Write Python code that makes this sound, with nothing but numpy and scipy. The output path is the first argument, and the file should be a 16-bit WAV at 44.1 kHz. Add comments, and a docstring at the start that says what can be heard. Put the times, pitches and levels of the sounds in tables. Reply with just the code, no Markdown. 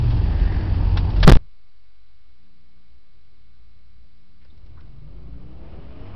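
"""Inside a car on a muddy track, a small dashboard camera hears the engine's orders throb in the cabin
until knocks excite the modes of its housing and overload its input. The sound cuts off; a faint idle
hum and the camera's own electronic whine remain. The car then pulls away: drive-line tones climb with
shaft speed through the cabin's resonances, the trim ticks and the tyres rumble louder and brighter."""
import sys
import numpy as np
from scipy.fft import rfft, irfft, next_fast_len
from scipy.io import wavfile
from scipy.ndimage import map_coordinates

SR = 44100
rng = np.random.default_rng(int(sys.argv[2]) if len(sys.argv) > 2 else 0)


def store_pcm(level_fs):
    """Save levels as 16-bit WAV."""
    pcm = np.round(np.clip(level_fs, -1, 1) * 32767).astype(np.int16)
    wavfile.write(sys.argv[1], SR, np.atleast_2d(pcm).T)


N = 271215
TIME = np.arange(N) / SR

# Noise spectra, each giving a shape only: frequency_hz, relative_density_db
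CIRCUIT_SPECTRUM = [(100, -18.5), (300, 0.5), (600, -0.5), (1000, -1.5), (2000, -1), (3200, -1.5),
                    (4500, -1.5), (5300, -5.5), (6000, -11), (7000, -51.5)]
RUMBLE_SPECTRUM = [(10, -8.5), (22, 1.5), (40, -3.5), (58, 2), (80, -5), (110, -10.5), (150, -16.5),
                   (220, -23.5), (400, -47), (900, -120)]
TYRE_SPECTRUM = [(30, -40), (80, -16), (140, 6), (220, -2), (330, 1), (450, -7), (620, -9), (850, -15.5),
                 (1300, -22), (2000, -34), (4000, -57.5), (7000, -100)]
SPRAY_SPECTRUM = [(200, -50), (600, -3), (1200, 1.5), (1600, -7), (2300, -6.5), (3000, -6.5), (4000, -19),
                  (5200, -18.5), (6500, -44)]
CABIN_SPECTRUM = [(12, -26.5), (35, -1), (65, 0.5), (105, -6.5), (150, -11.5), (200, -17.5), (300, -22),
                  (450, -40), (1200, -120)]
CLATTER_SPECTRUM = [(30, -60), (120, -21), (220, 2), (320, 2), (420, -2), (500, -6.5), (700, -6.5),
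                    (870, -5.5), (1100, -12), (1400, -16.5), (1700, -18), (2200, -24.5), (4000, -37.5),
                    (7000, -77)]
ENGINE_HISS_SPECTRUM = [(300, -52), (900, -18.5), (2000, -5), (2550, 4), (3100, 2.5), (3800, -2.5),
                        (4600, -2.5), (5300, -6.5), (6000, -13.5), (8000, -70)]
# Tones of the camera's electronics: pitch_hz, level_db
WHINE_TONES = [(1200, -80), (1502, -86.5), (2202, -79), (4000, -87), (4048, -80), (4597, -83), (5426, -92)]
# Second harmonic of the idle hum: time_s, pitch_hz, level_db
IDLE_HUM = [(1.75, 183.1, -84), (2.13, 174.8, -95), (2.45, 180.3, -65), (2.69, 181.5, -69),
            (2.81, 177.9, -65), (2.94, 172.8, -78), (3.39, 183.9, -71), (3.88, 179.6, -71),
            (4.45, 183.5, -64)]
# Vibration of the idling body: time_s, pitch_hz, level_db
BODY_SHAKE = [(1.7, 46.3, -64), (2.07, 46.5, -60), (2.42, 61.3, -63), (3.17, 54.2, -72), (3.2, 54.7, -60),
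              (3.96, 54.1, -55), (4.25, 60.7, -67), (4.5, 61.3, -55)]
# Ticks and creaks of the trim: start_s, level_db, pitch_hz, width_hz, t60_s
TRIM_TICKS = [(1.378, -58, 400, 900, .2), (4.415, -62, 1870, 1800, .2), (4.446, -55.5, 1300, 5000, 0.064),
              (4.45, -62, 430, 400, .12), (4.5, -54, 3690, 299, 0.041), (4.522, -52, 240, 120, .14),
              (4.575, -59, 3005, 5000, .04), (4.659, -57, 1790, 6010, 0.068), (4.77, -52, 1100, 600, .13),
              (4.788, -52.5, 1490, 160, .13), (4.804, -53, 1900, 3000, 0.06)]
# Shaft speed as the car pulls away: time_s, rotation_hz
SHAFT_SPEED = [(4.5, 26), (4.57, 27.6), (4.77, 40.1), (5.0, 47.2), (5.44, 61.1), (5.68, 73.5), (6.0, 93),
               (6.15, 102)]
# Shaft and gear tones: shaft_multiple, base_level_db, growth_db_per_hz
GEAR_ORDERS = [(1, -51.3, .07), (2, -59, -.02), (2.5, -62, .02), (3, -56.5, -.03), (4.8, -63, .15),
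               (6.66, -67.3, .13)]
# Cabin resonances that lift a passing tone: centre_hz, width_hz, lift_db
CABIN_MODES = [(60, 14, 4), (78, 14, 6), (116, 12, 6), (141, 16, 8), (290, 60, 5), (620, 80, 6.5)]
# Tones of the loud engine: crank_multiple, relative_level_db
CRANK_ORDERS = [(1, -10), (2, 0), (3.17, -5.5), (4, -5.5), (4.6, -11.5), (6, -19), (7, -18), (8, -21),
                (12, -26), (14, -27)]
# Engine-bay resonances, a rasp and a honk: centre_hz, width_hz, rest_db, swell_db, peak_s, half_width_s
BAY_RESONANCES = [(1750, 500, -64, -46.8, .51, .25), (860, 260, -54.5, -51, 1.0, .22)]
# Modes of the camera's housing: pitch_hz, gain_db, t60_s
HOUSING_MODES = [(12.5, 0, .17), (40, 1.3, .115), (62, 3, .055), (165, 1, .09), (300, -5, .055),
                 (420, .5, .05)]
# Scuffs on the housing: start_s, level_db, t60_s
HOUSING_SCUFFS = [(.102, -38, 0.13), (0.397, -35.5, 0.027), (.9705, -22, 0.066), (1.1, -40.5, 0.1),
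                  (1.161, -42, 0.2), (1.2, -41, .2), (1.228, -14.5, 0.082), (1.274, -10.5, 0.16),
                  (1.321, -26.5, 0.077), (1.351, -29, .056)]
# Knocks on the housing: start_s, strength_db, contact_hz
HOUSING_KNOCKS = [(1.248, 5, 10), (1.2733, 13, 227), (1.2944, 4.5, 85), (1.312, 9, 42), (1.335, 5.5, 15),
                  (1.357, 1, 44)]
# Jumps of the overloaded input: start_s, jump_db
OVERLOAD_CRACKS = [(1.2722, -7), (1.278, 1), (1.2784, 0.5), (1.2787, 3), (1.2905, -19), (1.2969, 0.5),
                   (1.2975, 0), (1.2995, 0), (1.3224, 2)]
# Treble response of the overloaded input: frequency_hz, gain_db
OVERLOAD_TREBLE = [(5500, 0), (8000, -4.5), (10500, -.5), (13000, -2)]

DROPOUT_START_S, DROPOUT_END_S, CUT_S = 1.306, 1.3175, 1.3705
CRANK_HZ = 22.77
REFERENCE_HZ = 60  # shaft speed at which the moving car's base levels hold
STRAIN = dict(peak_s=5.37, half_width_s=.13, height=3.5)  # dB swell of the drive tones and rumble
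SLUSH = dict(peak_s=5.72, half_width_s=.11, height=2.2)  # dB surge of the tyres in softer mud


def amp(db):
    """Amplitude ratio of a level in decibels."""
    return 10 ** (np.asarray(db) / 20)


def unit(x):
    """Normalisation to rms 1."""
    return x / np.sqrt(np.mean(x ** 2) + 1e-20)


def curves(rows):
    """Linear interpolation of each column over the times in the first."""
    times, *columns = np.transpose(rows)
    return [np.interp(TIME, times, column) for column in columns]


def wobble(knots_per_s):
    """Slow random modulation: a spline through Gaussian values."""
    return map_coordinates(rng.standard_normal(int(N * knots_per_s / SR) + 4), [TIME * knots_per_s])


def swell(peak_s, half_width_s, height):
    """A Gaussian bump in time."""
    return height * np.exp(-((TIME - peak_s) / half_width_s) ** 2)


def ramp(start_s, rise_s):
    """A linear rise from 0 to 1."""
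    return np.clip((TIME - start_s) / rise_s, 0, 1)


def gate(start_s, end_s, fade_s):
    """A time window with linear edges."""
    return ramp(start_s, fade_s) * np.clip((end_s - TIME) / fade_s, 0, 1)


def decay(t60_s, attack_s):
    """Exponential damping after a quick rise, a third of a second in all."""
    t = TIME[:SR // 3]
    return np.exp(-np.log(1000) * t / t60_s) * (1 - np.exp(-t / attack_s))


def filtered(x, response):
    """Linear filtering: the spectrum of x times a frequency response."""
    size = next_fast_len(len(x) + 8192)
    return irfft(rfft(x, size) * response(np.fft.rfftfreq(size, 1 / SR)), size)[:len(x)]


def noise(spectrum):
    """White noise shaped by (frequency_hz, relative_density_db) points, at rms 1."""
    hz, db = np.transpose(spectrum)
    white = rng.standard_normal(N)
    return unit(filtered(white, lambda f: amp(np.interp(np.log(f + 1), np.log(hz), db))))


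def resonant_noise(hz, width_hz, size=N):
    """Noise through two like resonators in cascade, at rms 1."""
    white = rng.standard_normal(size)
    return unit(filtered(white, lambda f: (1j * f * width_hz / (hz**2 - f**2 + 1j * f * width_hz)) ** 2))


def phase(hz):
    """Phase as the integral of frequency, from a random start."""
    return 2 * np.pi * (np.cumsum(hz) / SR + rng.random())


def partial(angle):
    """A sinusoid with a random phase offset."""
    return np.sin(angle + 2 * np.pi * rng.random())


def add(track, start_s, sound):
    """Superposition of a sound on a track."""
    part = track[round(start_s * SR):][:len(sound)]
    part += sound[:len(part)]


def rolling_gain(shaft_hz, db, db_per_hz):
    """A gain that opens as the car rolls off, its level linear in shaft speed."""
    return ramp(start_s=4.4, rise_s=.2) * amp(db + db_per_hz * (shaft_hz - REFERENCE_HZ))


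def electronics():
    """Circuit noise and thin, steady tones form the camera's noise floor."""
    whine = sum(amp(db) * np.sin(phase(hz + .44 * wobble(7.7))) for hz, db in WHINE_TONES)
    return np.sqrt(2) * whine + amp(-70) * noise(CIRCUIT_SPECTRUM)


def idle_rumble():
    """Structure-borne noise of the standing car, rising a little as the idle firms up."""
    softness = 1 - ramp(start_s=2.15, rise_s=.3)
    unsteady = wobble(18)
    rumble = amp(-59.5 - 4 * softness + 1.1 * unsteady) * noise(RUMBLE_SPECTRUM)
    wash = amp(-74 - 9 * softness + 1.4 * unsteady) * noise(TYRE_SPECTRUM)
    return rumble + wash


def faint_idle():
    """Forced vibration at idle: three harmonics, the fundamental swelling with the body's shake."""
    second_hz, second_db = curves(IDLE_HUM)
    shake_hz, shake_db = curves(BODY_SHAKE)
    cycle = phase(second_hz / 2 * (1 + .0037 * wobble(12)))
    hum = amp(shake_db - 8) * np.sin(cycle) + amp(second_db) * np.sin(2 * cycle)
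    hum += amp(second_db - 11 + 2.5 * wobble(4)) * np.sin(3 * cycle)
    shake = amp(shake_db + 2 * wobble(12)) * np.sin(phase(shake_hz))
    return np.sqrt(2) * (hum + shake) * gate(1.41, 4.55, fade_s=.087)


def settling(sway_t60_s=.95, shudder_t60_s=.28):
    """Two-slope decay after the cut: a deep sway outlasts a brief shudder."""
    age_s = np.maximum(TIME - CUT_S, 0)
    sway = noise([(8, -21.5), (21, 1.5), (32, -5), (50, -12), (100, -28), (300, -60), (2000, -120)])
    shudder = noise([(15, -20), (45, 0), (100, -8), (180, -18), (350, -34), (900, -60), (2000, -120)])
    return amp(-42 - 60 * age_s / sway_t60_s) * sway + amp(-37 - 60 * age_s / shudder_t60_s) * shudder


def trim():
    """Damped resonances of loose trim: a rattle after the knocks, ticks and creaks on moving off."""
    out = np.zeros(N)
    for start_s, db, hz, width_hz, t60_s in TRIM_TICKS:
        envelope = amp(db) * decay(t60_s, attack_s=.0017)
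        add(out, start_s, envelope * resonant_noise(hz, width_hz, len(envelope)))
    return out


def muddy_track():
    """Rolling noise: body rumble, tyre roar and mud spray grow with speed; ruts jolt the first two."""
    shaft_hz, = curves(SHAFT_SPEED)
    ruts = wobble(18)
    strain_db, slush_db = swell(**STRAIN), swell(**SLUSH)
    rumble = rolling_gain(shaft_hz, -44.6 + strain_db + 1.1 * ruts, .15) * noise(RUMBLE_SPECTRUM)
    tyres = rolling_gain(shaft_hz, -55.5 + slush_db + 1.6 * ruts, .18) * noise(TYRE_SPECTRUM)
    spray = rolling_gain(shaft_hz, -65.2 + slush_db + wobble(60), .29) * noise(SPRAY_SPECTRUM)
    return rumble + tyres + spray


def growl(resonance_hz=565, full_load_hz=72):
    """Rough half-orders of the engine sweep through a broad cabin resonance, growing up to full load."""
    shaft_hz, = curves(SHAFT_SPEED)
    shaft = phase(shaft_hz)
    out = np.zeros(N)
    for order in np.arange(6, 26) / 2:
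        response = 1 / (1 + (np.log(order * shaft_hz / resonance_hz) / .33) ** 2)
        out += response * amp(3.2 * wobble(13)) * partial(order * shaft + .75 * wobble(25))
    return rolling_gain(np.minimum(shaft_hz, full_load_hz), -65.3, db_per_hz=.65) * out / 2


def drive_line():
    """Shaft and gear orders climb together, each amplified by resonance as it crosses a cabin mode."""
    shaft_hz, = curves(SHAFT_SPEED)
    shaft = phase(shaft_hz * (1 + .007 * wobble(14)))
    out = np.zeros(N)
    for order, base_db, db_per_hz in GEAR_ORDERS:
        lift_db = sum(peak_db / (1 + (2 * (order * shaft_hz - centre_hz) / width_hz) ** 2)
                      for centre_hz, width_hz, peak_db in CABIN_MODES)
        level_db = base_db + lift_db + swell(**STRAIN) + 2.7 * wobble(14)
        out += rolling_gain(shaft_hz, level_db, db_per_hz) * partial(order * shaft)
    return np.sqrt(2) * out


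def cabin_drone(pitch_hz=121, sag_hz_per_s=52, hold_s=.135, fade_db_per_s=300):
    """A cabin boom sags in pitch, holding its level briefly before an exponential decay."""
    level_db = -17.7 - fade_db_per_s * np.maximum(TIME - hold_s, 0)
    return amp(level_db) * np.sin(phase(pitch_hz - sag_hz_per_s * TIME))


def loud_engine():
    """Uneven crank orders boom in the cabin; the firings amplitude-modulate the clatter and hiss."""
    crank = phase(CRANK_HZ * (1 + .008 * wobble(9)))
    orders = sum(amp(db + 3.1 * wobble(14)) * partial(order * crank + .2 * wobble(16))
                 for order, db in CRANK_ORDERS)
    boom = amp(-18.8) * unit(orders) + amp(-26.2) * noise(CABIN_SPECTRUM)
    firing = unit(1 + .13 * np.cos(2 * crank) + .065 * np.cos(crank))
    clatter = amp(-37.6 + wobble(40)) * noise(CLATTER_SPECTRUM)
    hiss = amp(-49.5 - 2.4 * TIME + 1.1 * wobble(55)) * noise(ENGINE_HISS_SPECTRUM)
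    bay = sum((amp(rest_db) + swell(peak_s, half_width_s, amp(swell_db))) * resonant_noise(hz, width_hz)
              for hz, width_hz, rest_db, swell_db, peak_s, half_width_s in BAY_RESONANCES)
    valves = amp(-60) * resonant_noise(4600, width_hz=500)
    return boom + cabin_drone() + firing * (clatter + hiss + bay + valves)


def scuffs():
    """Friction on the camera's shell makes short bursts of broadband noise."""
    envelope = np.zeros(N)
    for start_s, db, t60_s in HOUSING_SCUFFS:
        add(envelope, start_s, amp(db) * decay(t60_s, attack_s=.0015))
    return envelope * noise([(50, -29), (200, -14), (750, 2.5), (1500, 2.5), (2300, -3),
                             (3600, 1), (5000, -6), (6000, -9.5), (8000, -59)])


def knocks(reach_octaves=1.1):
    """Impact excites the housing's damped modes: a soft contact the low ones, a hard contact the high."""
    out = np.zeros(N)
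    for start_s, strength_db, contact_hz in HOUSING_KNOCKS:
        for hz, mode_db, t60_s in HOUSING_MODES:
            excitation = np.exp(-(np.log2(hz / contact_hz) / reach_octaves) ** 2)
            ring = decay(t60_s, attack_s=.00033) * np.sin(2 * np.pi * hz * TIME[:SR // 3])
            add(out, start_s, -excitation * amp(strength_db + mode_db) * ring)
    return out


def overload_cracks(x, rail):
    """An overloaded signal jumps toward its other rail and relaxes in about a millisecond."""
    out = x.copy()
    for start_s, jump_db in OVERLOAD_CRACKS:
        polarity = -np.sign(out[round(start_s * SR)])
        add(out, start_s, polarity * amp(jump_db) * decay(t60_s=.008, attack_s=.00002))
        out = np.clip(out, -rail - .02, rail + .018)
    return out


def scene():
    """Sources superpose over the noise floor; the loud ones stop dead and the quiet ones take over."""
    dropout = gate(DROPOUT_START_S, DROPOUT_END_S, fade_s=.0005)
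    loud = (loud_engine() + scuffs() + knocks()) * (1 - dropout)
    quiet = settling() + faint_idle() + idle_rumble() + drive_line() + growl() + muddy_track() + trim()
    return (np.where(TIME < CUT_S, loud, quiet) + electronics())[None]


def record(dry):
    """Saturation in a narrow-band input stage, which clips, cracks and rests slightly off zero."""
    rail, offset = .7, -.02
    band_hz, rolloff_hz, top_hz = 5600, 11500, 16500
    clipped = np.clip(dry[0], -rail, rail)
    narrow = filtered(clipped, lambda hz: 1 / np.sqrt(1 + (hz / band_hz) ** 60))
    cracked = overload_cracks(narrow, rail)
    coloured = filtered(cracked, lambda hz: amp(np.interp(hz, *np.transpose(OVERLOAD_TREBLE))))
    softened = filtered(coloured,
                        lambda hz: 1 / np.sqrt((1 + (hz / rolloff_hz) ** 10) * (1 + (hz / top_hz) ** 120)))
    return softened[None] + offset


dry = scene()
out = record(dry)
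store_pcm(out)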